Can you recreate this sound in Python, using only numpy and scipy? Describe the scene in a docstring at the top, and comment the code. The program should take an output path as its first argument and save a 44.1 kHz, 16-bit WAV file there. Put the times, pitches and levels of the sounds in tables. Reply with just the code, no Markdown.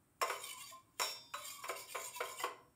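"""A steel spoon stirs syrup in a small steel pot on a kitchen gas burner, close to one microphone.
The spoon scrapes round the bottom and rubs a sliding note out of the wall. On each turn it knocks
the wall, so that the pot clunks on its support; struck clear of the syrup, the steel rings on.
Behind the pot, the kitchen answers briefly over a faint hiss."""
import sys
import numpy as np
from scipy import signal
from scipy.fft import rfft, irfft, next_fast_len
from scipy.io import wavfile
from scipy.ndimage import map_coordinates

SR = 44100
rng = np.random.default_rng(int(sys.argv[2]) if len(sys.argv) > 2 else 0)


def to_wav(sig):
    """Store sig (one row per channel, or 1-D mono) as 16-bit WAV at the path in sys.argv[1].

    Samples outside -1..1 are clipped; the rate is SR.
    """
    pcm = np.clip(np.atleast_2d(sig), -1, 1) * 32767
    pcm = np.round(pcm).astype(np.int16)
    wavfile.write(sys.argv[1], SR, pcm.T)  # frames by channels


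N = 121275

# Spoon meets pot: t/s, level/dB, clunk of the base/dB, clink/dB, free ring/dB, contact time/s
SPOON_KNOCKS = [(0.2137, -36, -4.5, -1.5, -12, 0.0027), (.2205, -33.5, -2, -21, -31, 0.0055),
                (.296, -35, -1.5, -12, -21, 0.0052), (.9968, -38.5, -6, 0, -3, .0005),
                (1.0154, -38.5, -6, 0, 2, .001), (1.337, -41.5, -29, -9, -18, 0.0022),
                (1.636, -39.5, -12.5, -36, -43, 0.0099), (1.691, -38, 2.5, -13, -42, 0.0052),
                (1.945, -34.5, -2.5, -21, -58, 0.012), (2.203, -34, -0.5, -28, -33, 0.0069),
                (2.394, -45, -8, -0.5, -27, 0.01), (2.434, -33, 0.5, -20, -54, 0.0067)]
# Modes of the loaded pot and of freely ringing steel: f/Hz, level/dB, t60/s
POT_MODES = [(280, -24, .4), (389, -2, .19), (490, 1, .23), (610, -12, .4), (660, -9, .22), (888, -12, .17),
             (962, -4, .16), (1052, 3, .22), (1315, -6, .19), (1480, -11, .22), (2054, -7, .18),
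             (2402, -15, .2)]
STEEL_MODES = [(947, -16, 1.15), (2402, -9, .3), (3187, -19, .6), (3583, -14, 1.05), (3768, -19, .9),
               (3885, -4, .27), (4893, -19, 1.1), (5075, -23, .9), (5415, -9, .28), (5490, 2, .42),
               (6145, -21, .5), (6640, -7, .28), (6783, -15, .65), (6939, -11, .42), (7564, -11, .5),
               (7792, -21, .8), (8345, -16, .55), (9857, -14, .25)]
# Spectra of a knock's dull clatter and bright clink: f/Hz, level/dB
CLATTER_SPECTRUM = [(150, -49), (260, -36.5), (350, -4.5), (480, 1), (640, 3), (820, -7), (1050, 2),
                    (1400, -2), (1750, -9), (2300, -4.5), (3500, -17), (5000, -26), (15000, -33)]
CLINK_SPECTRUM = [(800, -61.5), (2300, -55.5), (4300, -15), (5400, 8.5), (6100, -8), (7200, 11.5),
                  (8000, -0.5), (10000, -1.5), (12000, -3.5), (15500, -4)]
# Resonances of the rubbed spoon and wall: f/Hz, width/Hz, level/dB
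SCRAPE_RESONANCES = [(1706, 35, -15.5), (2191, 47, -5), (2326, 69, -4.5), (2750, 35, -7), (3106, 54, -4),
                     (3463, 21, -7), (3774, 60, -7.5), (4630, 87, -8), (4954, 44, -9), (5440, 67, -7),
                     (7016, 240, 1), (7340, 230, -1.5), (8553, 92, -0.5), (9760, 70, -3.5),
                     (11120, 170, -7.5), (12200, 150, -13.5), (13460, 430, -8.5)]
# How hard the spoon scrapes: t/s, level/dB
SCRAPE_FORCE = [(.2, -74), (.24, -78), (.28, -52.5), (.33, -51), (.39, -61.5), (.44, -52.5), (.475, -47.5),
                (.52, -50.5), (.556, -65), (.586, -57.5), (.614, -50.5), (.662, -61), (.71, -54),
                (.735, -67), (.82, -91), (.96, -82.5), (1.0, -51.5), (1.035, -47.5), (1.07, -47.5),
                (1.12, -54.5), (1.2, -74.5), (1.33, -77), (1.35, -58), (1.42, -55.5), (1.475, -47),
                (1.53, -52.5), (1.57, -59.5), (1.62, -65), (1.642, -52.5), (1.672, -62.5), (1.69, -45.5),
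                (1.735, -72), (1.768, -47.5), (1.82, -54.5), (1.87, -67), (1.903, -48.5), (1.94, -53.5),
                (2.0, -55), (2.04, -49.5), (2.084, -52), (2.112, -68), (2.14, -54.5), (2.162, -47),
                (2.225, -59), (2.26, -54), (2.318, -52), (2.356, -62.5), (2.395, -49), (2.45, -53),
                (2.48, -73), (2.52, -93)]
# Spectrum of steel catching on steel: f/Hz, level/dB
GRIT_SPECTRUM = [(300, -19), (900, -8), (1700, -17), (3000, -10), (4150, -4), (4800, -11.5), (6200, -4),
                 (10500, -6), (15500, -2)]
# The rubbed wall's lowest note as the spoon travels: t/s, f/Hz, level/dB
WALL_NOTE = [(.36, 1020, -54.5), (.47, 1120, -64.5), (.52, 1030, -67), (.57, 1030, -57.5),
             (.63, 1130, -65.5), (.69, 1120, -83), (1.33, 1100, -100), (1.38, 1080, -70), (1.47, 1140, -63),
             (1.54, 1160, -63), (1.62, 1080, -59), (1.8, 1000, -62.5), (1.9, 970, -81), (2.03, 1050, -68.5),
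             (2.08, 1000, -54.5), (2.135, 990, -86), (2.27, 1050, -71), (2.32, 1040, -48.5),
             (2.37, 1020, -78), (2.5, 1050, -71), (2.6, 1040, -77)]
# Single notes of the touched wall: t/s, f/Hz, level/dB, t60/s, slide/(Hz per s)
WALL_PLINKS = [(.216, 1047, -21, 0.062, 0), (.216, 5400, -34, 0.077, -16), (.712, 661, -50, 0.053, 2),
               (.721, 1054, -47, .22, -200), (1.02, 625.5, -45, 0.24, -1), (1.337, 1080, -31, .07, 0),
               (1.338, 1260, -34, .06, 0), (1.338, 1460, -39, .06, 0), (1.345, 567.5, -46.5, 0.24, 700),
               (1.337, 3915, -50, 0.45, -8), (1.34, 7555, -49, .15, -6), (2.157, 995, -46, 0.33, -700),
               (2.4, 2000, -30, 0.037, 6), (2.4, 743, -45.5, 0.18, 0), (2.614, 1030, -57.5, 0.14, -10)]
# Decay of the kitchen: f/Hz, t60/s
KITCHEN_DECAY = [(200, 0.34), (600, 0.44), (2000, 0.34), (4000, 0.33), (6000, .3), (7500, 0.29),
                 (15000, 0.17)]
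# Background hiss and low rumble at the microphone: f/Hz, level/dB
HISS_SPECTRUM = [(25, -25), (55, -8), (125, -0.5), (200, -10.5), (280, -3), (450, -17.5), (1200, -18.5),
                 (3000, -30), (4500, -33.5), (6500, -33), (8500, -21.5), (11000, -31), (15000, -26.5)]

POT_DB, CLATTER_DB, PUNCH_DB, CLINK_DB, CRACK_DB, STEEL_DB = -10, 1.5, 5, 2.5, -10, -6
SCRAPE_DB, GRIT_DB, RIM_DB, WALL_DB = -1, -4, -28, 0.5
ROOM_DB, HISS_DB = -5.5, -72


def spoon_knocks(base_hz=720, low_cut_hz=230):
    """Each blow sets off the pot's modes, a clatter, a clink and the steel; little of it sounds below about 230
    Hz."""
    out, t = np.zeros(N), np.arange(SR) / SR
    clatter_fade = fade(t, t60=0.09) + amp(PUNCH_DB) * fade(t, t60=0.022)
    clink_fade = fade(t, t60=0.074) + amp(CRACK_DB) * fade(t, t60=0.0064)
    for start, db, base_db, clink_db, ring_db, contact_s in SPOON_KNOCKS:
        pot = amp(POT_DB) * ring(POT_MODES, t)
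        clatter = amp(CLATTER_DB) * clatter_fade * noise(CLATTER_SPECTRUM, SR)
        clunk = filtered(pot + clatter, lambda hz: amp(base_db / (1 + (hz / base_hz) ** 6)))  # low shelf
        clink = amp(CLINK_DB + clink_db) * clink_fade * noise(CLINK_SPECTRUM, SR)
        steel = amp(STEEL_DB + ring_db) * ring(STEEL_MODES, t)
        attack = np.minimum(t / contact_s, 1) ** 1.22
        add(out, start, amp(db) * attack * (clunk + clink + steel))
    return signal.sosfilt(signal.butter(2, low_cut_hz, "highpass", fs=SR, output="sos"), out)


def spoon_scrape(catches_per_s=3000, spread_db=3.8, swell_db=4.5, slide_hz=70, judder_db=2):
    """Steel catches on steel; resonances slide and swell as the contact moves, and the rim sings along."""
    caught = rng.random(N) < catches_per_s / SR
    direction, strength = rng.standard_normal((2, N))
    catches = caught * np.sign(direction) * amp(spread_db * strength)
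    grit = unit(filtered(catches, lambda hz: amp(along(GRIT_SPECTRUM, hz))))
    resonances = np.zeros(N)
    for hz, width_hz, db in SCRAPE_RESONANCES:
        swell = amp(db + swell_db * wobble(per_s=34))
        resonances += swell * rubbed(hz + slide_hz * wobble(per_s=20), width_hz)
    force_db, = curves(SCRAPE_FORCE)
    force = amp(force_db + judder_db * wobble(per_s=170))
    rub = force * (amp(SCRAPE_DB) * unit(resonances) + amp(GRIT_DB) * grit)
    rim = ring([(5490, 0, 0.8)], np.arange(SR) / SR)  # f/Hz, level/dB, t60/s
    return rub + amp(RIM_DB) * convolved(rub, rim)


def wall_rub():
    """The rubbed wall sings a rough note that slides as the spoon travels."""
    hz, db = curves(WALL_NOTE)
    return amp(db + WALL_DB) * rubbed(hz, width_hz=43)


def wall_plinks(rise_s=0.0084):
    """A touch brings short notes out of the wall, some bent by the syrup."""
    out, t = np.zeros(N), np.arange(SR // 2) / SR
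    for start, hz, db, t60, slide in WALL_PLINKS:
        level = amp(db) * fade(t, t60) * np.minimum(t / rise_s, 1)
        add(out, start, level * np.sin(2 * np.pi * (hz + slide * t / 2) * t))
    return out


def kitchen_reverb(pot):
    """The room's short tail reaches the microphone 5 ms behind the pot and dulls as it dies."""
    hz, t, spectrum = signal.stft(rng.standard_normal(SR // 2), SR, nperseg=256)
    decay = fade(t, along(KITCHEN_DECAY, hz)[:, None])
    _, tail = signal.istft(spectrum * decay, SR, nperseg=256)
    tail[:SR // 200] = 0
    return convolved(pot, tail)


def hiss():
    """A faint, steady hiss with a low rumble lies behind the pot."""
    return amp(HISS_DB) * noise(HISS_SPECTRUM, N)


def ring(modes, t, beat_hz=22, beat_depth=0.25):
    """Decaying modes, a little different at each blow; they beat, as the pot is not quite round."""
    out = np.zeros(len(t))
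    for hz, db, t60 in modes:
        phase, beat, beat_phase = rng.random(3)
        waver = 1 + beat_depth * np.sin(2 * np.pi * (beat_hz * (0.5 + beat) * t + beat_phase))
        level = amp(db + rng.normal(0, 1)) * fade(t, t60)
        out += level * waver * np.sin(2 * np.pi * (hz * t + phase))
    return out


def rubbed(hz, width_hz):
    """A resonance kept sounding by friction, following the pitch curve hz."""
    a, b = filtered(rng.standard_normal((2, N)), lambda f: 1 / (1 + (f / width_hz) ** 2))
    phase = 2 * np.pi * np.cumsum(hz) / SR
    return unit(a * np.cos(phase) + b * np.sin(phase))


def noise(spectrum, size):
    """Coloured noise of rms 1."""
    return unit(filtered(rng.standard_normal(size), lambda hz: amp(along(spectrum, hz))))


def wobble(per_s):
    """A smooth random curve with per_s knots a second."""
    return map_coordinates(rng.standard_normal(1024), [np.arange(N) * per_s / SR], mode="wrap")


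def curves(rows):
    """One curve per column after the time; the last is a level, silent outside the rows."""
    times, *columns, db = np.transpose(rows)
    t = np.arange(N) / SR
    level_db = np.interp(t, times, db, left=-np.inf, right=-np.inf)
    return [np.interp(t, times, column) for column in columns] + [level_db]


def along(points, hz):
    """(f/Hz, value) points read at hz on a log axis."""
    freqs, values = np.transpose(points)
    return np.interp(np.log(hz + 1), np.log(freqs + 1), values)


def filtered(x, response):
    """x shaped by a gain that depends on frequency."""
    n = x.shape[-1]
    padded = next_fast_len(n + SR // 4)
    return irfft(rfft(x, padded) * response(np.fft.rfftfreq(padded, 1 / SR)), padded)[..., :n]


def convolved(x, impulse):
    """x through an impulse response scaled to unit energy."""
    return signal.fftconvolve(x, impulse / np.linalg.norm(impulse))[:N]


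def fade(t, t60):
    """A fall of 60 dB every t60 seconds."""
    return amp(-60 * t / t60)


def amp(db):
    """Decibels to gain."""
    return 10 ** (np.asarray(db) / 20)


def unit(x):
    """Scaled to rms 1."""
    return x / np.sqrt(np.mean(x ** 2) + 1e-20)


def add(track, start_s, x):
    """Mix x into track from start_s on."""
    part = track[round(start_s * SR):][:len(x)]
    part += x[:len(part)]


def scene():
    """Spoon and pot up close, the kitchen and its hiss behind, in mono."""
    pot = spoon_knocks() + spoon_scrape() + wall_rub() + wall_plinks()
    return (pot + amp(ROOM_DB) * kitchen_reverb(pot) + hiss())[None]


def record(dry, top_hz=15600):
    """The recorder keeps nothing above its band limit."""
    return filtered(dry, lambda hz: hz < top_hz)


dry = scene()
out = record(dry)
to_wav(out)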